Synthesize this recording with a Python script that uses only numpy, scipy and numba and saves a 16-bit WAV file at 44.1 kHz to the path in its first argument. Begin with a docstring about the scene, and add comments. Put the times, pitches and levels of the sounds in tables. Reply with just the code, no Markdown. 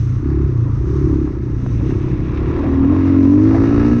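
"""On an ice track, heard from the chest of a rider on a single-cylinder four-stroke dirt bike.
The exhaust thumps through a bend on short blips of throttle, then the bike pulls away with a hollow
drone from its air intake. The valve gear clatters and the engine's metal cases ring. Studded tyres
scrape and skid on the ice, the frame knocks over ruts and wind buffets the microphone."""
import sys
import numpy as np
from scipy import signal
from scipy.fft import rfft, irfft
from scipy.io import wavfile
from scipy.ndimage import uniform_filter1d, minimum_filter1d
from numba import njit

SR = 44100
rng = np.random.default_rng(int(sys.argv[2]) if len(sys.argv) > 2 else 0)


def transcribe(u):
    """Save the signal u as a 16-bit wav file named by the first command-line argument.

    u: samples, shape (n,) or (channels, n), limited to [-1, 1]; the rate is SR.
    q: integer samples, one column per channel.
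    """
    v = np.clip(np.atleast_2d(u).T, -1, 1)
    q = np.round(v * 32767).astype(np.int16)
    wavfile.write(sys.argv[1], SR, q)


N = 176400  # 4 seconds

# Engine speed; one cycle is one firing and two turns of the crank: time_s, firings_per_s
ENGINE_SPEED = [(0.0, 29.71), (0.15, 30.25), (0.29, 35.62), (0.47, 33.31), (0.6, 27.96), (0.75, 26.97),
                (0.91, 35.13), (1.15, 35.09), (1.38, 30.55), (1.57, 30.05), (1.75, 30.62), (1.98, 33.8),
                (2.14, 33.02), (2.3, 35.74), (2.47, 36.17), (2.58, 40.13), (2.7, 38.77), (2.84, 38.43),
                (2.95, 44.95), (3.1, 45.6), (3.24, 45.11), (3.34, 48.98), (3.46, 53.58), (3.6, 54.74),
                (3.78, 57.74), (3.9, 59.51), (4.0, 59.12)]

# How loud each engine sound is: time_s, level_db
BOOM_LEVEL = [(0, -14.5), (.18, -15.5), (.3, -27), (.43, -20.5), (.58, -14), (.78, -16.5), (.92, -19.5),
              (1.15, -24), (1.25, -32.5), (1.5, -19.5), (1.8, -20.5), (2.3, -24), (2.6, -25), (3.3, -26),
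              (3.6, -62), (4, -30)]  # exhaust, at each firing
THROB_LEVEL = [(0, -27.5), (.18, -22.5), (.31, -15.5), (.47, -14), (.6, -46), (.8, -17.5), (.95, -17),
               (1.15, -16), (1.28, -23.5), (2, -22), (2.55, -18), (3, -32.5), (3.6, -20), (4, -19.5)]  # exhaust, at each crank turn
HUM_LEVEL = [(2.3, -63), (2.6, -17.5), (2.95, -18.5), (3.3, -16.5), (3.6, -18.5), (4, -19.5)]  # exhaust, pulling steadily
GROWL_LEVEL = [(2.4, -62), (2.6, -40), (2.85, -37), (3.15, -38), (3.4, -42), (3.6, -31), (3.78, -30),
               (3.93, -31), (4, -35)]  # exhaust, working hard
BARK_LEVEL = [(0, -37), (.16, -35.5), (.25, -21.5), (.4, -21), (.55, -28.5), (.75, -34), (.9, -23.5),
              (1.1, -18), (1.21, -17.5), (1.35, -27), (1.75, -33), (1.88, -21), (2.1, -25.5), (2.4, -25.5),
              (2.55, -21), (2.75, -23), (3.2, -31.5), (3.6, -22), (4, -28)]  # intake, throttle partly open
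DRONE_LEVEL = [(2.3, -46), (2.52, -25), (2.66, -18), (2.8, -13.5), (2.88, -12), (2.97, -15), (3.07, -14),
               (3.2, -9), (3.34, -9), (3.48, -10.5), (3.57, -13), (3.75, -13), (3.9, -11), (4, -15)]  # intake, throttle wide open
CLATTER_LEVEL = [(0, -68), (.3, -45), (.7, -54.5), (1, -46.5), (1.4, -49.5), (1.75, -54.5), (2, -48.5),
                 (2.5, -42.5), (2.85, -44.5), (3.1, -38.5), (3.35, -43), (3.55, -35), (3.75, -36),
                 (3.92, -35), (4, -48)]  # valve gear
CASE_LEVEL = [(0, -58), (2.5, -54), (2.9, -46), (3.4, -50), (3.6, -41), (3.78, -37), (3.93, -37), (4, -42)]  # metal engine cases

# The intake's bark, rising with each blip of throttle: time_s, pitch_hz
BARK_PITCH_CURVE = [(0, 278), (.2, 285), (.36, 320), (.48, 343), (.57, 293), (.72, 305), (.8, 358),
                    (.95, 346), (1.15, 301), (1.45, 325), (1.62, 298), (1.95, 323), (2.23, 306),
                    (2.45, 352), (2.7, 320), (3.6, 341.6)]
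# The note of the airbox, the chamber the engine breathes through: time_s, pitch_hz, width_hz
AIRBOX_NOTE = [(2.6, 278, 50), (2.84, 274, 45), (2.96, 294, 70), (3.12, 288, 70), (3.24, 282, 68),
               (3.44, 298, 74), (3.6, 298, 100), (3.88, 282, 90), (4, 250, 90)]
# The notes the engine cases ring at: pitch_hz, width_hz, gain_db
CASE_NOTES = [(1060, 60, -1), (1312, 55, 5), (1660, 70, -2), (1900, 70, -10), (2540, 130, -9),
              (2815, 60, -8), (3740, 130, -18), (5800, 170, -22)]
# Tyres rolling on ice: time_s, scrape_db, crunch_db, spray_db
TYRE_LEVELS = [(0, -51, -63, -48), (.35, -48.5, -57.5, -57), (.6, -43.5, -60.5, -56),
               (.95, -46.5, -70.5, -49), (1.15, -43, -61.5, -50.5), (1.4, -46.5, -59.5, -59.5),
               (1.58, -45.5, -58, -53.5), (1.68, -44, -58, -50.5), (1.95, -39.5, -46.5, -48.5),
               (2.15, -40.5, -49, -56), (2.45, -35.5, -43, -56), (2.65, -34, -49, -55),
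               (2.85, -35, -49, -59), (3.05, -35, -44.5, -54.5), (3.35, -39, -50.5, -51),
               (3.55, -34.5, -50, -51), (3.75, -39, -47, -49), (4, -35, -51.5, -46.5)]
# Tyres sliding: time_s, pitch_hz, width_hz, level_db
TYRE_SKID = [(0, 1150, 450, -52), (.3, 1150, 400, -46), (.55, 1200, 400, -52), (.7, 1200, 350, -45),
             (.82, 1100, 450, -49), (.97, 1130, 400, -41.5), (1.15, 1080, 450, -47), (1.4, 1100, 400, -62),
             (2.7, 1090, 120, -56), (2.85, 1090, 70, -40), (3.0, 1090, 90, -45), (3.15, 1070, 60, -42),
             (3.22, 1030, 60, -46), (3.3, 1020, 50, -38.5), (3.42, 1010, 70, -54), (3.6, 1010, 70, -65)]
# Knocks over ruts: start_s, blow_db, rattle_db, rattle_decay_s
RUT_KNOCKS = [(1.277, -14, -38, .004), (1.663, -7, -39, .003), (1.81, -18, -37, .009),
              (1.907, -13, -34, .007), (2.632, -10, -25, .03), (2.735, -18, -32, .022),
              (2.838, -10, -29, .006), (3.057, -12, -32, .004), (3.51, -10, -27, .03),
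              (3.546, -9, -26, .035), (3.64, -9, -32, .005), (3.745, -6, -25, .005)]
# Wind on the microphone: time_s, level_db
WIND_LEVEL = [(0, -29), (.4, -25), (.7, -27), (1.1, -23), (1.35, -26), (1.7, -21), (2.25, -19), (2.55, -22),
              (2.7, -26), (2.84, -21), (2.95, -28), (3.45, -30), (3.57, -19.5), (3.7, -26), (3.8, -20.5),
              (3.88, -29), (4, -29)]

# The tone of each sound, or how strong its lows and highs are: frequency_hz, relative_db
BOOM_TONE = [(5, -68), (25, -36.5), (55, -14.5), (88, -5.5), (108, -1), (118, 3), (135, -1), (160, -27.5),
             (230, -29.5), (300, -21), (400, -50), (900, -92), (3000, -110)]
THROB_TONE = [(5, -68.5), (25, -25.5), (58, 2), (72, 3), (115, -7.5), (140, -2), (180, -20.5), (260, -27.5),
              (450, -38), (1500, -100)]
GROWL_TONE = [(250, -24.5), (380, 3.5), (470, 9.5), (560, -5.5), (680, 3.5), (800, -6.5), (1020, -3.5),
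              (1150, -11), (1310, -7), (1500, -13.5), (2500, -24.5), (6000, -57), (15000, -87)]
BARK_TONE = [(90, -7.5), (190, -1.5), (240, 13), (305, 12), (355, 11), (400, 10.5), (450, -7), (600, -36),
             (1200, -25.5), (4000, -44.5)]
DRONE_TONE = [(20, -40), (80, -12), (180, 5), (228, 6.5), (275, 4.5), (320, 1), (362, -7), (410, 5),
              (470, -9.5), (600, 5.5), (720, -8.5), (1500, -66.5), (4000, -97.5)]
CLATTER_TONE = [(300, -4.5), (550, 0.5), (820, 2), (1060, -2), (1180, -1.5), (1310, 1), (1470, -1),
                (1660, -3.5), (2200, -5.5), (2800, -25.5), (3150, -30.5), (3750, -21), (4600, -18),
                (5800, -22.5), (7200, -36.5), (9300, -48), (11000, -63)]
SCRAPE_TONE = [(200, -1), (480, 10), (750, -2.5), (1050, 6), (1300, 0.5), (1550, -12), (1900, -5.5),
               (2600, -38), (3200, -19), (6000, -62.5)]
CRUNCH_TONE = [(600, 0), (1500, 0.5), (2100, 5.5), (2650, 6), (3100, -6), (3800, -2.5), (4600, -24.5),
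               (7000, -34), (11000, -61.5)]
SPRAY_TONE = [(2000, 5.5), (3200, -4), (3800, -1.5), (4500, -6.5), (5400, -2), (5900, 1.5), (6400, -1.5),
              (7300, -18.5), (8800, -15.5), (10000, -30), (15000, -53)]
BLOW_TONE = [(150, -12), (450, 3), (1000, 2), (1600, -3), (2200, -18), (6000, -52), (15000, -80)]
RATTLE_TONE = [(150, -29.5), (400, 5), (700, 5), (1300, -16), (2000, -9.5), (3000, -29.5), (6000, -41),
               (10000, -66)]
WIND_TONE = [(12, -15), (27, -11.5), (42, -1.5), (65, -10), (95, -3.5), (130, -8), (180, -10), (300, -17),
             (450, -26.5), (900, -61.5), (2000, -94.5)]

# When each sound comes, as a share of one engine cycle
CLATTER_AT, GROWL_AT, DRONE_AT, BOOM_AT, BARK_AT = 0.45, 0.51, 0.5473, 0.8045, 0.91
THROB_AT, HUM_AT = 0.843, 0.18  # as a share of one crank turn


def exhaust(cycle):
    """Each firing booms in the silencer and each crank turn throbs; a steady pull brings a hum."""
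    turns = 2 * cycle
    boom = steady(colour(pulses(cycle, BOOM_AT, jitter_s=0.00077, scatter_db=1), BOOM_TONE))
    throb = steady(colour(pulses(turns, THROB_AT, jitter_s=0.00072, scatter_db=4), THROB_TONE))
    hum = np.sqrt(2) * np.sin(2 * np.pi * (turns - HUM_AT))
    hum *= from_db(curve(HUM_LEVEL) + 0.7 * wander(12))
    return boom * loudness(BOOM_LEVEL) + throb * loudness(THROB_LEVEL) + hum


def exhaust_growl(cycle):
    """When the engine works hard, its exhaust pulses sharpen and their overtones stand out."""
    sharp_pulses = pulses(cycle, GROWL_AT, jitter_s=0.00002, scatter_db=3)
    return steady(colour(sharp_pulses, GROWL_TONE)) * loudness(GROWL_LEVEL)


def intake_bark(cycle):
    """On part throttle the intake barks roughly, with a weaker rebound a third of a cycle later."""
    uneven_cycle = cycle + 0.024 * wander(14)
    rebounds = from_db(-14) * pulses(uneven_cycle, BARK_AT + 0.33, jitter_s=0.0012, scatter_db=4.5)
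    barks = pulses(uneven_cycle, BARK_AT, jitter_s=0.00038, scatter_db=1)
    airflow = steady(barks + rebounds) + from_db(-17.5) * noise()
    ringing = ring(airflow, curve(BARK_PITCH_CURVE), width_hz=np.full(N, 130.0))
    return steady(colour(ringing, BARK_TONE)) * loudness(BARK_LEVEL)


def intake_drone(cycle):
    """With the throttle wide open, the airbox rings from one gulp of rushing air to the next."""
    gulps = steady(pulses(cycle, DRONE_AT, jitter_s=0.00006, scatter_db=1.5))
    airflow = gulps + from_db(-21) * noise()
    ringing = ring(airflow, curve(AIRBOX_NOTE), width_hz=curve(AIRBOX_NOTE, column=2))
    return steady(colour(ringing, DRONE_TONE)) * loudness(DRONE_LEVEL)


def valve_clatter(cycle):
    """Valve gear and rasping gas make a burst each cycle, partly the same every time."""
    random_share, decay_cycles = 0.53, 0.42
    pattern = rng.standard_normal(1600)
    taps = pulses(cycle, CLATTER_AT, jitter_s=0.00003, scatter_db=2.5)
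    repeating = steady(signal.fftconvolve(taps, pattern)[:N])
    rasp = np.sqrt(1 - random_share) * repeating + np.sqrt(random_share) * noise()
    cycles_since_tap = (cycle - CLATTER_AT) % 1
    bursts = 1 + np.exp(-cycles_since_tap / decay_cycles)  # the 1 keeps it going between bursts
    return colour(rasp * bursts, CLATTER_TONE) * loudness(CLATTER_LEVEL)


def engine_cases(cycle):
    """Each firing rings the metal cases, most loudly when the engine works hard."""
    shaking = steady(pulses(cycle, CLATTER_AT, jitter_s=0.00003, scatter_db=1.5)) + 0.85 * noise()
    notes = sum(from_db(db) * ring(shaking, np.full(N, float(hz)), np.full(N, float(width)))
                for hz, width, db in CASE_NOTES)
    return steady(notes) * loudness(CASE_LEVEL)


def tyres():
    """Studs scrape and crunch through the ice and throw up a hissing spray."""
    scrape = colour(noise(), SCRAPE_TONE)
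    scrape *= from_db(curve(TYRE_LEVELS, column=1) + 2.3 * wander(40))
    crunch = colour(ice_chips() + 0.1 * noise(), CRUNCH_TONE)
    crunch *= from_db(curve(TYRE_LEVELS, column=2) + 2.0 * wander(25))
    spray = colour(ice_chips() + 0.46 * noise(), SPRAY_TONE)
    spray *= from_db(curve(TYRE_LEVELS, column=3) + 1.5 * wander(38))
    return scrape + crunch + spray


def skid():
    """Sliding studs stick and slip: a rasp in the bend, a squeal as the rear wheel spins up."""
    slips = ice_chips() + 0.059 * noise()
    squeal = ring(slips, curve(TYRE_SKID), width_hz=curve(TYRE_SKID, column=2))
    return steady(squeal) * loudness(TYRE_SKID, column=3)


def ice_chips(chips_per_s=1800):
    """Many tiny cracks where the studs bite the ice."""
    cracks = (rng.random(N) < chips_per_s / SR) * noise()
    boost_db = 2 * np.minimum(rng.exponential(size=N), 3)
    return cracks * from_db(boost_db)


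def knocks():
    """Over a rut the frame takes one hard blow, then rattles briefly."""
    t = np.arange(N) / SR
    blows, shaking = np.zeros(N), np.zeros(N)
    for start_s, blow_db, rattle_db, decay_s in RUT_KNOCKS:
        blows[int(start_s * SR)] += from_db(blow_db)
        shaking += from_db(rattle_db) * (t >= start_s) * np.exp(-np.abs(t - start_s) / decay_s)
    rattle = shaking * noise()
    return colour(blows, BLOW_TONE) * np.std(blows) + colour(rattle, RATTLE_TONE) * np.std(rattle)


def wind():
    """Gusts buffet the microphone with a low rumble."""
    gust_db = wander(16)
    return steady(colour(noise(), WIND_TONE)) * from_db(curve(WIND_LEVEL) + gust_db)


def pulses(cycle, at, jitter_s, scatter_db):
    """One click per cycle, uneven in timing (jitter) and strength (scatter)."""
    count = 400
    timing_error, strength_error = rng.standard_normal((count, 2)).T
    due_cycles = np.arange(count) + at - 1
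    due_samples = np.interp(due_cycles, cycle, np.arange(N), left=0, right=2 * N)
    position = np.abs(due_samples + jitter_s * SR * timing_error)
    inside = position < N - 1
    sample, fraction = position[inside].astype(int), position[inside] % 1
    size = from_db(scatter_db * strength_error[inside])
    # Share each click between the two nearest samples.
    return np.bincount(sample, size * (1 - fraction), N) + np.bincount(sample + 1, size * fraction, N)


@njit
def ring(x, pitch_hz, width_hz):
    """Make x ring at a pitch that may move; a smaller width gives a purer note."""
    y = x + 1e-18
    for _ in range(2):  # two band-pass filters in a row
        band_state, low_state = 0., 0.
        for i in range(len(x)):
            tuning = np.tan(np.pi * pitch_hz[i] / SR)
            damping = width_hz[i] / pitch_hz[i]
            band = (band_state + tuning * (y[i] - low_state)) / (1 + tuning * (tuning + damping))
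            band_state = 2 * band - band_state
            low_state += 2 * tuning * band
            y[i] = damping * band
    return y


def colour(x, tone):
    """Give x the lows and highs of a tone table, at an overall level of 1."""
    size, half = 16384, 8192
    hz, db = np.array(tone, float).T
    grid_hz = np.arange(half + 1) * SR / size
    gain = from_db(np.interp(np.log(grid_hz + 1), np.log(hz), db))
    # Build a filter that rings only after a tap, never before it (minimum phase).
    cepstrum = irfft(np.log(gain))[:half]
    cepstrum[1:] *= 2
    tap_response = irfft(np.exp(rfft(cepstrum, size)))[:half]
    y = signal.fftconvolve(x, tap_response)[:N]
    return y / np.std(y)


def steady(x):
    """Even out slow changes in loudness, so that a level table can set it."""
    return x / np.sqrt(smooth(x * x, 6000) + 1e-9)


def wander(steps_per_s):
    """A smooth random drift with a typical size of 1."""
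    step = int(SR / steps_per_s)
    drift = smooth(np.repeat(rng.standard_normal(2000), step)[:N], step)
    return drift / np.std(drift)


def smooth(x, samples):
    return uniform_filter1d(uniform_filter1d(x, samples), samples)


def curve(table, column=1):
    """One column of a table, joined by straight lines in time."""
    rows = np.array(table, float)
    return np.interp(np.arange(N) / SR, rows[:, 0], rows[:, column])


def loudness(table, column=1):
    return from_db(curve(table, column))


def from_db(db):
    return 10 ** (np.asarray(db) / 20)


def noise():
    return rng.standard_normal(N)


def scene():
    """Engine, tyres, knocks and wind, mixed into one channel."""
    cycle = np.cumsum(curve(ENGINE_SPEED)) / SR  # engine cycles so far
    engine = exhaust(cycle) + exhaust_growl(cycle) + intake_bark(cycle) + intake_drone(cycle)
    engine += valve_clatter(cycle) + engine_cases(cycle)
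    return (engine + tyres() + skid() + knocks() + wind())[None]


def record(dry):
    """A limiter turns down the loudest peaks, then the highest treble is cut."""
    ceiling, hold_samples, top_hz = 0.76, 400, 15700
    needed_gain = ceiling / np.maximum(np.abs(dry), ceiling)
    gain = uniform_filter1d(minimum_filter1d(needed_gain, hold_samples), hold_samples)
    treble_cut = signal.ellip(8, 0.2, 70, top_hz, fs=SR, output="sos")
    return signal.sosfilt(treble_cut, dry * gain)


dry = scene()
out = record(dry)
transcribe(out)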